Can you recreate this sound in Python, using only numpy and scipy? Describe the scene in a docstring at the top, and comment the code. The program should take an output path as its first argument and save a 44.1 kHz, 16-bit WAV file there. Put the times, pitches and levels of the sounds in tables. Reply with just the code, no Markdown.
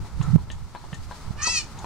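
"""A soft rush of leaves and distant shore lies under a lumpy wind rumble from the start.
Small mechanical clacks and clicks, like camera shutters, sound nearby throughout. Wind thumps the right
microphone port around a faint far call; the hardest thump ducks the recorder's gain, which creeps back.
At 1.37 s a booby on its nest in the bushes gives one harsh honk from syrinx and throat: a rasping start,
a clearer arched note, a rough end. A second far call slips in among the last clacks."""
import sys
import numpy as np
from scipy import signal
from scipy.fft import rfft, irfft, next_fast_len
from scipy.io import wavfile
from scipy.ndimage import uniform_filter1d, map_coordinates

SR = 44100
rng = np.random.default_rng(int(sys.argv[2]) if len(sys.argv) > 2 else 0)


def output_pcm(signal):
    """Save a mono or channel-first signal as 16-bit PCM at the path in sys.argv[1].

    Samples are clipped to [-1, 1] before scaling.
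    """
    pcm = np.clip(np.atleast_2d(signal).T, -1, 1) * 32767
    wavfile.write(sys.argv[1], SR, np.round(pcm).astype(np.int16))


N = 81585

# swells of the wind rumble: t/s, level/dB
RUMBLE_LEVEL = [(0, -26), (.11, -42), (.16, -28), (.28, -33.5), (.4, -24.5), (.52, -29), (.62, -33.5),
                (.76, -42.5), (.86, -39.5), (.94, -43.5), (1.02, -29), (1.17, -49), (1.28, -33),
                (1.35, -43), (1.45, -39.5), (1.6, -41.5), (1.85, -44)]
# tone of the rumble: f/Hz, level/dB
RUMBLE_COLOUR = [(15, 2), (35, -5.5), (70, 4), (110, -3.5), (170, -9), (250, -27), (400, -30.5),
                 (1000, -61)]
# wind thumps on the right port: t/s, half length/s, f/Hz, peak level/dB
THUMPS = [(.208, 0.01, 135, -10), (.252, 0.02, 120, -23.5), (.288, 0.014, 157, -13.5),
          (.313, 0.017, 120, -14.5), (.3425, 0.0096, 143.4, -4.5), (0.3608, 0.0082, 152, 1.5),
          (.933, 0.0051, 165, -19), (1.281, 0.0035, 95, -19.5), (1.309, 0.0032, 123, -13),
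          (1.432, 0.015, 72.4, -26)]
# faders of the background bed: t/s, shore level/dB, leaves level/dB
RUSH_LEVEL = [(0, -45.5, -54.5), (.17, -45, -54), (.26, -38.5, -51), (.35, -42.5, -51), (.45, -41, -52),
              (.66, -45.5, -53), (.9, -43.5, -52.5), (1.06, -45.5, -53), (1.16, -43.5, -49.5),
              (1.35, -42.5, -55), (1.7, -44, -51), (1.81, -39, -52.5), (1.85, -42, -50)]
# dark wash of the shore: f/Hz, level/dB
SHORE_COLOUR = [(120, 9.5), (280, 1), (480, -5.5), (650, -6.5), (900, 0.5), (1100, -3.5), (1320, -1.5),
                (1600, -10), (2200, -13.5), (3200, -35.5), (8000, -89)]
# airy hiss of the leaves: f/Hz, level/dB
LEAVES_COLOUR = [(800, -39), (2000, -2), (3200, -2.5), (4400, 0.5), (5800, -2), (8000, -5.5),
                 (10000, -10.5), (12000, -16), (15500, -21)]

# cues of the dull clacks: t/s, level/dB
CLACKS = [(.047, -41), (.382, -33.5), (.7495, -27.5), (.841, -38.5), (1.111, -29.5), (1.473, -26.5),
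          (1.844, -30)]
# hollow ring of a clack: f/Hz, level/dB, t60/s
CLACK_MODES = [(425, -8, .05), (570, -5, .045), (705, -1, .05), (830, -1, .045), (965, 0, .055),
               (1600, -13, .04), (2400, -19, .05)]
# rattle of a clack: f/Hz, level/dB
RATTLE_COLOUR = [(200, 1), (420, -2), (600, 0), (920, 8), (1200, -17), (1600, 2), (2000, -12), (2600, -8),
                 (4100, -13), (5200, -42.5), (8000, -21.5), (13000, -39)]
# short scrape after each clack: f/Hz, level/dB
SCRAPE_COLOUR = [(2500, -33), (3500, -12), (3850, -6), (4300, 3), (4700, -17), (6000, -28), (12000, -45)]
# cues of the two-part clicks: t/s, click level/dB, closing tick level/dB
CLICKS = [(0.213, -31.5, -35.5), (0.5017, -27, -32.5), (0.9298, -30.5, -35), (1.775, -44, -36.5)]
# body of a click: f/Hz, level/dB
CLICK_COLOUR = [(200, 8), (450, -6), (620, -1), (850, -4.5), (1080, 12), (1350, -31), (1830, 9),
                (2200, -15.5), (2750, 3), (3350, -6.5), (4000, -12), (5000, -40), (12000, -51)]
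# its bright closing tick: f/Hz, level/dB
TICK_COLOUR = [(2500, -37.5), (3500, 4), (4200, 4), (5200, -6), (6700, 8), (8000, -1.5), (10000, -10.5),
               (13000, -35)]

# far calls, perhaps other birds: t/s, half length/s, f/Hz, width/Hz, level/dB
FAR_CALLS = [(0.269, 0.064, 1320, 130, -46), (1.81, 0.037, 875, 220, -42)]

# pitch arch of the honk: t/s, f/Hz
HONK_PITCH = [(1.37, 571.5), (1.402, 590.3), (1.43, 619), (1.456, 650), (1.478, 640.5), (1.495, 659.7),
              (1.522, 664.6), (1.56, 640), (1.584, 619.8), (1.625, 579)]
# the bird's effort: t/s, level/dB, roughness (0 clear, 1 and up all rasp)
HONK_EFFORT = [(1.368, -56, 0.98), (1.405, -33, 0.97), (1.43, -33.5, 1.1), (1.447, -28.5, 0.74),
               (1.473, -26.5, 0.26), (1.5, -22, .16), (1.535, -25.5, 0.2), (1.578, -22.5, 0.24),
               (1.595, -27.5, 0.58), (1.615, -31, .5), (1.627, -48, 0.8)]
# resonances of throat and bill: f/Hz, level/dB
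THROAT_COLOUR = [(650, -46), (950, -18), (1230, -9.5), (1550, -8.5), (1930, -5.5), (2150, -6), (2520, 4.5),
                 (2950, -3.5), (3300, -9), (3800, -8), (4480, 7), (4900, -5.5), (5400, 5.5), (5950, -2),
                 (6300, 3), (7100, -4), (8000, -3.5), (9200, -18.5), (10400, -18.5), (12000, -53),
                 (15000, -63)]
# moving EQ of the honk: t/s, low gain/dB, flare gain/dB, high gain/dB
HONK_EQ = [(1.378, 17, -6, -3), (1.408, 10, -9, -13), (1.428, 16.5, 8.5, 4), (1.448, 10, 11.5, -3.5),
           (1.461, 14, -0.5, -0.5), (1.474, 6, 3, 6), (1.49, -3, -5.5, -1), (1.535, -2.5, 3, -2),
           (1.562, -3, 5, -2), (1.573, -13, -3, 0), (1.585, 0.5, 2.5, 0.5), (1.625, -8, -7, -8)]
# the bird's stereo placement: f/Hz, left minus right level/dB
BIRD_SIDE = [(1250, -7.5), (1950, -9.5), (2550, -9.5), (3200, 0), (4500, 4), (5400, 4), (6500, 10),
             (7400, 16), (8600, 3), (10000, 10)]
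# how far the honk lags at the left port: f/Hz, phase/rad
PORT_LAG = [(1000, 0.5), (2600, -0.6), (4500, 1.94), (5900, 0.64), (6500, 1.94), (7400, 2), (9000, 5)]


def amp(db):
    return 10 ** (np.asarray(db) / 20)


def unit(x):
    return x / np.sqrt(np.mean(x ** 2) + 1e-20)


def clock():
    return np.arange(N) / SR


def along(points, hz):
    """Read (f/Hz, value) points on a log frequency axis."""
    f, values = np.transpose(points)
    return np.interp(np.log(hz + 1), np.log(f + 1), values)


def curves(rows):
    """An automation curve for each column after the time."""
    times, *columns = np.transpose(rows)
    return [np.interp(clock(), times, column) for column in columns]


def wobble(rate):
    """A smooth random curve at rms 1, with rate knots a second."""
    return unit(map_coordinates(rng.standard_normal(N // 8), [clock() * rate], mode="wrap"))


def filtered(x, response):
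    """Apply a frequency response."""
    size = next_fast_len(N + SR // 2)
    return irfft(rfft(x, size) * response(np.fft.rfftfreq(size, 1 / SR)), size)[..., :N]


def coloured(x, colour):
    """EQ by (f/Hz, level/dB) points, then set to rms 1."""
    return unit(filtered(x, lambda hz: amp(along(colour, hz))))


def noise(colour):
    return coloured(rng.standard_normal(N), colour)


def pan(side_db):
    """Constant-power gains, left side_db above right."""
    gains = amp(np.array([[.5], [-.5]]) * side_db)
    return gains / np.sqrt(np.mean(gains ** 2, axis=0))


def wide(colour, shared):
    """Stereo noise with a fraction of its power shared by both sides."""
    centre = np.sqrt(shared) * noise(colour)
    return centre + np.sqrt(1 - shared) * np.array([noise(colour), noise(colour)])


def burst(start, db, t60, rise):
    """The envelope of one contact; times in seconds."""
    age = np.maximum(clock() - start, 0)
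    return amp(db - 60 * age / t60) * (1 - np.exp(-age / rise))


def bushes(x, wet_db, t60=.2, predelay_s=.0088):
    """The sound plus its short stereo scatter from branches and ground."""
    t = clock()[:SR // 2]
    tail = rng.standard_normal((2, len(t))) * amp(-60 * t / t60) * (t > predelay_s)
    return x + amp(wet_db) * signal.fftconvolve(x[None], tail / np.linalg.norm(tail[0]), axes=1)[:, :N]


def wind(swing_db=1.8, wander=.069, left_leak_db=-56):
    """Wind on the microphone: a lumpy rumble on both ports and short low thumps on the right one."""
    level_db, = curves(RUMBLE_LEVEL)
    rumble = pan(-4.5) * wide(RUMBLE_COLOUR, shared=0) * amp(level_db + swing_db * wobble(21.94))
    thumps = np.zeros(N)
    for peak_s, half_length, hz, db in THUMPS:
        t = clock() - peak_s
        swell = amp(db) * np.exp(-(t / half_length) ** 2)
        thumps += swell * np.cos(2 * np.pi * hz * t * (1 + wander * wobble(90)))
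    return rumble + thumps * np.array([[amp(left_leak_db)], [1]])


def rush():
    """The bed: distant shore near the centre and leaves spread wide, each slightly unsteady."""
    shore_db, leaves_db = curves(RUSH_LEVEL)
    shore = pan(1) * wide(SHORE_COLOUR, shared=.86) * amp(shore_db + .37 * wobble(29.3))
    leaves = pan(2.5) * wide(LEAVES_COLOUR, shared=.17) * amp(leaves_db + 1.13 * wobble(45.15))
    return shore + leaves


def clacks(rebound_s=.0081, rebound_db=-5, scrape_lag_s=.0075):
    """Dull contacts that ring hollow and rattle, rebound once and trail off in a scrape."""
    ring, rattle, scrape = np.zeros((3, N))
    for start, db in CLACKS:
        for hz, mode_db, t60 in CLACK_MODES:
            decay = burst(start, db + mode_db - 2 + rng.normal(0, 3.4), t60, rise=.00041)
            ring += decay * np.sin(2 * np.pi * hz * (clock() - start))
        rattle += burst(start, db - 4, t60=.033, rise=.00061)
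        scrape += burst(start + scrape_lag_s, db - 16, t60=.1, rise=.0045)
    strike = np.array([ring, rattle])
    rebound = filtered(strike, lambda f: np.exp(-2j * np.pi * f * rebound_s))
    ring, rattle = strike + amp(rebound_db) * rebound
    return ring + rattle * noise(RATTLE_COLOUR) + scrape * noise(SCRAPE_COLOUR)


def clicks(tick_lag_s=.011):
    """Shutter-like contacts that open with a crack and close with a bright tick."""
    body, crack, tick = np.zeros((3, N))
    for start, db, tick_db in CLICKS:
        body += burst(start, db, t60=.05, rise=.00021)
        crack += burst(start, db - 3.5, t60=.0055, rise=.00029)
        tick += burst(start + tick_lag_s, tick_db, t60=.056, rise=.0036)
    return (body + crack) * noise(CLICK_COLOUR) + tick * noise(TICK_COLOUR)


def far_calls():
    """Faint calls from far away, each a swell of narrow-band noise."""
    calls = np.zeros(N)
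    for peak_s, half_length, hz, width, db in FAR_CALLS:
        swell = amp(db) * np.exp(-((clock() - peak_s) / half_length) ** 2)
        phase = 2 * np.pi * hz * clock()
        calls += swell * (wobble(width) * np.sin(phase) + wobble(width) * np.cos(phase))
    return calls


def syrinx(rough, jitter=.0169, rasp_hz=190, flicker_db=1.3):
    """The bird's buzz and its phase: roughness shakes the pitch and smears harmonics into rasp."""
    hz, = curves(HONK_PITCH)
    phase = 2 * np.pi * np.cumsum(hz * (1 + jitter * rough * wobble(345.9))) / SR
    buzz = np.zeros(N)
    for k in range(1, 21):
        rasp = (wobble(rasp_hz) * np.sin(k * phase) + wobble(rasp_hz) * np.cos(k * phase)) / np.sqrt(2)
        clear = np.cos(k * phase + rng.normal()) * amp(flicker_db * wobble(70))
        smear = np.minimum(rough * (k / 8) ** .3, 1)  # upper harmonics smear more
        buzz += np.sqrt(1 - smear ** 2) * clear + smear * rasp
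    return buzz, phase


def honk(hiss_db=-10.5, shimmer_db=.5):
    """Buzz and pulsed hiss pass through the throat, shifting in brightness as the call goes on."""
    level_db, rough = curves(HONK_EFFORT)
    rough = np.clip(rough, 0, 1)
    buzz, phase = syrinx(rough)
    hiss = coloured(rng.standard_normal(N) * (1 + np.cos(phase)), THROAT_COLOUR)
    voice = coloured(buzz, THROAT_COLOUR) + amp(hiss_db) * np.sqrt(2 * rough) * hiss
    bands = [lambda f: 1 / (1 + (f / 1800) ** 10),  # low
             lambda f: 1 / (1 + ((f - 6500) / 650) ** 4),  # flare
             lambda f: 1 - 1 / (1 + (f / 3500) ** 10)]  # high
    for band, band_db in zip(bands, curves(HONK_EQ)):
        voice += (amp(band_db) - 1) * filtered(voice, band)
    sounding = (clock() > HONK_EFFORT[0][0]) & (clock() < HONK_EFFORT[-1][0])
    gate = uniform_filter1d(sounding.astype(float), size=200)
    return voice * gate * amp(level_db + shimmer_db * rough * wobble(220))


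def bird_placement(hz):
    """The honk reaches the two ports with a different level and phase at each frequency."""
    lag = np.array([[-.5], [.5]]) * along(PORT_LAG, hz)
    return pan(along(BIRD_SIDE, hz)) * np.exp(1j * lag)


def scene():
    """The mix: shutters to the left and the bird, both in the bushes, over wind, bed and far calls."""
    shutters = pan(5.5) * bushes(clacks() + clicks(), wet_db=-7)
    bird = filtered(bushes(honk(), wet_db=-10), bird_placement)
    return wind() + rush() + shutters + far_calls() + bird


def record(dry, ceiling=.99, depth_db=6, attack_s=.00046, recover_db_per_s=7, top_hz=15720):
    """An overload ducks the gain fast and it creeps back; peaks clip and the very top is cut."""
    overload = np.abs(dry).max(axis=0) > ceiling
    recovery_db = recover_db_per_s * clock()
    target_db = np.maximum.accumulate(depth_db * overload + recovery_db) - recovery_db
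    pole = np.exp(-1 / (attack_s * SR))
    eased_db = signal.lfilter([1 - pole], [1, -pole], target_db)
    duck_db = .088 * target_db + .912 * eased_db  # a small part lands as a step
    fade_in = np.minimum(clock() / .003, 1)
    clipped = np.clip(dry * fade_in * amp(-duck_db), -ceiling, ceiling)
    return filtered(clipped, lambda hz: hz < top_hz)


dry = scene()
out = record(dry)
output_pcm(out)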